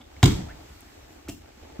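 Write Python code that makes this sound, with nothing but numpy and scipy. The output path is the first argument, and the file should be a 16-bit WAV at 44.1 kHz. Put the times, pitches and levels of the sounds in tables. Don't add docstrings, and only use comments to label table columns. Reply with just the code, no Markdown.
import sys
import numpy as np
from scipy import signal
from scipy.fft import rfft, irfft, next_fast_len
from scipy.io import wavfile
from scipy.ndimage import uniform_filter1d, map_coordinates

SR = 44100
rng = np.random.default_rng(int(sys.argv[2]) if len(sys.argv) > 2 else 0)


def digitize_waveform(pressure):
    field = np.atleast_2d(pressure).T
    bounded = np.clip(field, -1, 1)
    quanta = np.round(bounded * 32767).astype(np.int16)
    wavfile.write(sys.argv[1], SR, quanta)


def nominal_scale(level):
    x = np.asarray(level, float) / 20
    return 10 ** x


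N = 79380

# f/Hz, level per Hz/dB
RUMBLE_COLOUR = [(12, -12), (20, -9.5), (75, -1.5), (98, -12.5), (146, -20.5), (167, -42), (250, -56),
                 (320, -31), (550, -120)]
# f/Hz, level per Hz/dB
AIR_COLOUR = [(120, -51), (200, -9.5), (320, -2), (480, -21.5), (700, -15.5), (1100, -12), (7500, -19.5),
              (16000, -18)]
# t/s, level/dB
HISS_LEVEL = [(0.0, -75), (0.274, -62.5), (0.39, -67), (0.68, -65.5), (1.178, -67.5), (1.388, -73.5),
              (1.598, -67), (1.8, -67)]
# t/s, level/dB
RUSTLE_LEVEL = [(0.0, -56), (0.23, -57), (0.38, -47), (0.456, -51), (0.626, -53.5), (0.756, -60),
                (1.534, -58.5), (1.8, -51.5)]
# f/Hz, level per Hz/dB
CLOTH_COLOUR = [(88, -33), (150, -27), (303, -2), (347, -6.5), (876, -6.5), (954, -15), (3170, -22),
                (9000, -33.5), (11700, -69), (19800, -120)]
# t/s, length/s, level/dB
SCUFFS = [
    (1.2845, 0.016, -33.5),
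    (1.1, 0.028, -58.5),
    (0, 0.017, -63),
]
# f/Hz, level per Hz/dB
SOLE_COLOUR = [(500, -1), (1500, -11.5), (2800, 0.5), (4000, -5.5), (7500, -2), (16000, 3.5)]
# t/s, thump level/dB, smack level/dB, thump f/Hz, smack length/s
LANDINGS = [(.001, -47.5, -56, 250, 0.019), (0.1633, -41, -58.5, 71, 0.0089),
            (.2293, -3.5, -13.5, 109.9, 0.004), (0.695, -39.5, -84, 64, 0.012),
            (0.8286, -45.5, -56, 299, 0.0034), (1.2812, -41, -67, 324.1, 0.0045),
            (1.2866, -29, -70, 291, 0.0046), (1.2871, -33.5, -70, 94.3, .004),
            (1.572, -46, -61, 229, 0.0092), (1.715, -42, -81, 70.3, .01), (1.7911, -25.5, -70, 195, .006), ]
# pitch ratio, level/dB, time to fall 60 dB after the hold/s
FOAM_MODES = [
    (1, -1, 0.057),
    (2.3, -14, 0.098),
    (6.6, -22.5, 0.021),
]
# f/Hz, level per Hz/dB
SKIN_COLOUR = [(300, 5.5), (700, 2), (1300, -0.5), (2200, -4), (3400, -6), (5000, -9), (8000, -8),
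               (16000, -10)]
# f/Hz, width/Hz, level/dB
COVER_RINGS = [(800, 250, 3), (1330, 250, 3), (2160, 350, 5), (3300, 500, 5)]
# t/s, length/s, start f/Hz, end f/Hz, level/dB
SQUEAKS = [
    (.008, .018, 3300, 3700, -53),
    (.162, .009, 2150, 2150, -51),
    (.478, .054, 1100, 2150, -46),
    (.585, .03, 750, 620, -51),
    (1.277, .007, 1500, 1200, -45),
    (1.285, .032, 2600, 2950, -46),
]
# t/s, level/dB, f/Hz
TICKS = [
    (.808, -31, 11200),
    (0.8178, -41.5, 7000),
    (1.131, -46, 8820),
]
# f/Hz, likeness
LIKENESS = [(60, 0.93), (180, 1), (550, -0.39), (1650, 0.24), (4970, -0.39), (15000, 0.44)]
# delay/s, level/dB
WALL_ECHOES = [(.0095, -2), (.012, -8.5), (.028, -2), (.031, -12), (0.048, -11), (.075, -34), (.088, -19)]
# f/Hz, level/dB
WALL_COLOUR = [(100, -18), (300, -6), (700, -9), (2000, -8), (3500, -1), (9000, -2)]
# f/Hz, time/s
GYM_DECAY = [(60, 0.61), (150, 0.45), (300, 0.44), (700, 0.32), (2000, 0.36), (6000, 0.48), (14000, 0.43)]
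# f/Hz, level/dB
TAIL_COLOUR = [(60, -0.5), (125, -7.5), (230, 4.5), (600, -2.5), (2000, -4.5), (5000, 2), (15000, -1.5)]
# f/Hz, level/dB
MIC_COLOUR = [(7900, 1), (8900, -11), (11000, -9), (12500, -6.5), (15600, -10), (16100, -57)]

AIR_DB, RUMBLE_DB, CLOTH_DB = -55, -50, 2.5
HOLD_CYCLES, RISE_CYCLES = 1.55, .4
NEAR_SHORTER, FAR_SHORTER = 0.87, 0.36
SMACKS_PER_S, SCATTER_DB = 20000, 0.5
SQUEAK_ROUGH = .5
TAIL_ONSET_S, WALL_BLUR_S = .016, 0.0013
LAG_S, PAN_DB = .00003, -.4
SMALL_WET_DB, QUIET_DB = -6.5, -20
LOW_CUT_HZ = 42


def unit(x):
    return x / np.sqrt(np.mean(x ** 2) + 1e-20)


def along(points, hz):
    f, v = np.transpose(points)
    return np.interp(np.log(hz + 1), np.log(f + 1), v)


def curve(rows):
    s, db = np.transpose(rows)
    return np.interp(np.arange(N) / SR, s, db)


def wobble(rate):
    knots = rng.standard_normal(int(N * rate / SR) + 4)
    return map_coordinates(knots, [np.arange(N) * rate / SR])


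def filtered(x, response):
    m = next_fast_len(x.shape[-1] + 8192)
    spectrum = rfft(x, m) * response(np.fft.rfftfreq(m, 1 / SR))
    return irfft(spectrum, m)[..., :x.shape[-1]]


def pair(x, db):
    def response(hz):
        turn = np.arccos(np.clip(along(LIKENESS, hz), -1, 1)) / 2
        return nominal_scale(db(hz)) * [np.cos(turn), np.sin(turn)]

    mid, side = filtered(x, response)
    return np.array([mid + side, mid - side])


def rush(spectrum, patchy_db, grains=1):
    z = signal.stft(rng.standard_normal((2, N)), nperseg=512)[2]
    field = uniform_filter1d(rng.standard_normal(z.shape[1:]), 6, 0)
    field = uniform_filter1d(field, 10, 1)
    x = signal.istft(z * nominal_scale(patchy_db * unit(field)), nperseg=512)[1][:, :N]
    return unit(pair(x * grains, lambda hz: along(spectrum, hz)))


def add(track, s, x):
    track[:, round(s * SR):][:, :x.shape[1]] += x


def gym(x, wet_db, spread=None):
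    if spread is None:
        spread = x
    hz, t, z = signal.stft(rng.standard_normal((2, SR)), SR, nperseg=512)
    fade = nominal_scale(-60 * t / along(GYM_DECAY, hz)[:, None])
    tail = signal.istft(z * fade, SR, nperseg=512)[1][:, :SR]
    t = np.arange(SR) / SR
    tail = tail * (1 - np.exp(-t / TAIL_ONSET_S))
    tail = pair(tail / np.linalg.norm(tail[0]), lambda f: along(TAIL_COLOUR, f) + wet_db)

    echoes = sum(nominal_scale(db + wet_db) * np.exp(-((t - delay) / WALL_BLUR_S) ** 2)
                 for delay, db in WALL_ECHOES)
    rough = echoes * rng.standard_normal((2, SR)) / np.sqrt(WALL_BLUR_S * SR)
    early = pair(rough, lambda f: along(WALL_COLOUR, f))
    early[0, 0] += nominal_scale(PAN_DB)
    early[1, round(LAG_S * SR)] += nominal_scale(-PAN_DB)
    direct = signal.fftconvolve(x[None], early, axes=1)
    return direct + signal.fftconvolve(spread[None], tail, axes=1)


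def room_tone():
    rumble = nominal_scale(RUMBLE_DB + 1.8 * wobble(9)) * rush(RUMBLE_COLOUR + [(400, -120)], patchy_db=1.5)
    gain_db = curve(HISS_LEVEL) - curve(HISS_LEVEL).mean()
    hiss_db = AIR_DB + 1.03 * gain_db + 0.92 * wobble(3.7)
    return rumble + nominal_scale(hiss_db) * rush(AIR_COLOUR, patchy_db=-0.9)


def cloth():
    uneven_db, grains = 1.5 * wobble(14), nominal_scale(2 * wobble(300))
    level = nominal_scale(curve(RUSTLE_LEVEL) + uneven_db + CLOTH_DB)
    return level * rush(CLOTH_COLOUR, patchy_db=1.73, grains=grains)


def smack(length_s, t, colour, cover):
    meets = rng.random(len(t)) < SMACKS_PER_S / SR
    strength = rng.normal(0, 1, len(t))
    grains = meets * strength * nominal_scale(SCATTER_DB * rng.normal(0, 1, len(t)))

    def ring(f):
        rings = sum(nominal_scale(db) * 1j * f * w / (c * c - f * f + 1j * f * w) for c, w, db in cover)
        return nominal_scale(along(colour, f)) * (1 + rings)

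    fade = np.minimum(1, nominal_scale(-60 * (t - length_s) / (.012 + .3 * length_s)))
    crackle = filtered(grains, ring) * fade
    click = filtered(1. * (np.arange(len(t)) == 128), ring)
    return [v / np.linalg.norm(v) * np.sqrt(length_s * SR) for v in (crackle, click)]


def scuffs():
    out, t = np.zeros((2, N + 2 * SR)), np.arange(SR // 4) / SR
    for s, length_s, db in SCUFFS:
        crackle, _ = smack(length_s, t, SOLE_COLOUR, [])
        add(out, s, nominal_scale(db) * gym(crackle, SMALL_WET_DB))
    return out[:, :N]


def thump(hz, t, shorter):
    after = np.maximum(t - shorter * HOLD_CYCLES / hz, 0)
    foam = sum(nominal_scale(db - 60 * after / t60 / shorter) * np.sin(2 * np.pi * hz * k * t - np.pi / 2)
               for k, db, t60 in FOAM_MODES)
    rise = 1 - np.exp(-(t * hz / RISE_CYCLES / shorter) ** 2)
    return foam * rise / np.sqrt(shorter)


def landings():
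    out, t = np.zeros((2, N + 2 * SR)), np.arange(SR // 4) / SR
    for s, thump_db, smack_db, hz, length_s in LANDINGS:
        crackle, click = nominal_scale(smack_db) * np.array(smack(length_s, t, SKIN_COLOUR, COVER_RINGS))
        near = nominal_scale(thump_db) * thump(hz, t, NEAR_SHORTER)
        far = nominal_scale(thump_db) * thump(hz, t, FAR_SHORTER)
        wet_db = SMALL_WET_DB * (thump_db < QUIET_DB)
        add(out, s, gym(near + crackle, wet_db, spread=far + click))
    return out[:, :N]


def squeaks():
    out = np.zeros((2, N + 2 * SR))
    for s, length_s, from_hz, to_hz, db in SQUEAKS:
        u = np.arange(round(length_s * SR)) / SR / length_s
        rough = SQUEAK_ROUGH * unit(uniform_filter1d(rng.standard_normal((2, len(u))), size=50))
        phase = 2 * np.pi * np.cumsum(from_hz + (to_hz - from_hz) * u) / SR
        tone = (1 + rough[0]) * np.sin(phase + rough[1])
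        add(out, s, gym(nominal_scale(db) * np.sin(np.pi * u) * tone, SMALL_WET_DB))
    return out[:, :N]


def ticks():
    out, t = np.zeros((2, N + 2 * SR)), np.arange(SR // 100) / SR
    for s, db, hz in TICKS:
        burst = rng.standard_normal((2, len(t))) * np.exp(-((t - .004) / 0.0011) ** 2)
        tick = filtered(burst, lambda f: 1 / (1 + (np.log2((f + 1) / hz) / 0.43) ** 4))
        add(out, s - .004, nominal_scale(db) * tick)
    return out[:, :N]


def scene():
    on_the_mat = landings() + scuffs()
    small_sounds = ticks() + squeaks()
    return on_the_mat + small_sounds + cloth() + room_tone()


def band_limit(x):
    return signal.sosfilt(signal.butter(12, 16830, fs=SR, output="sos"), x)


def record(dry):
    def microphone(hz):
        low_cut = (1j * hz / (LOW_CUT_HZ + 1j * hz)) ** 2
        return nominal_scale(along(MIC_COLOUR, hz)) * low_cut

    x = filtered(dry, microphone)
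    x = x / (1 + np.abs(x / .95) ** 6) ** (1 / 6)
    return band_limit(x)


dry = scene()
out = record(dry)
digitize_waveform(out)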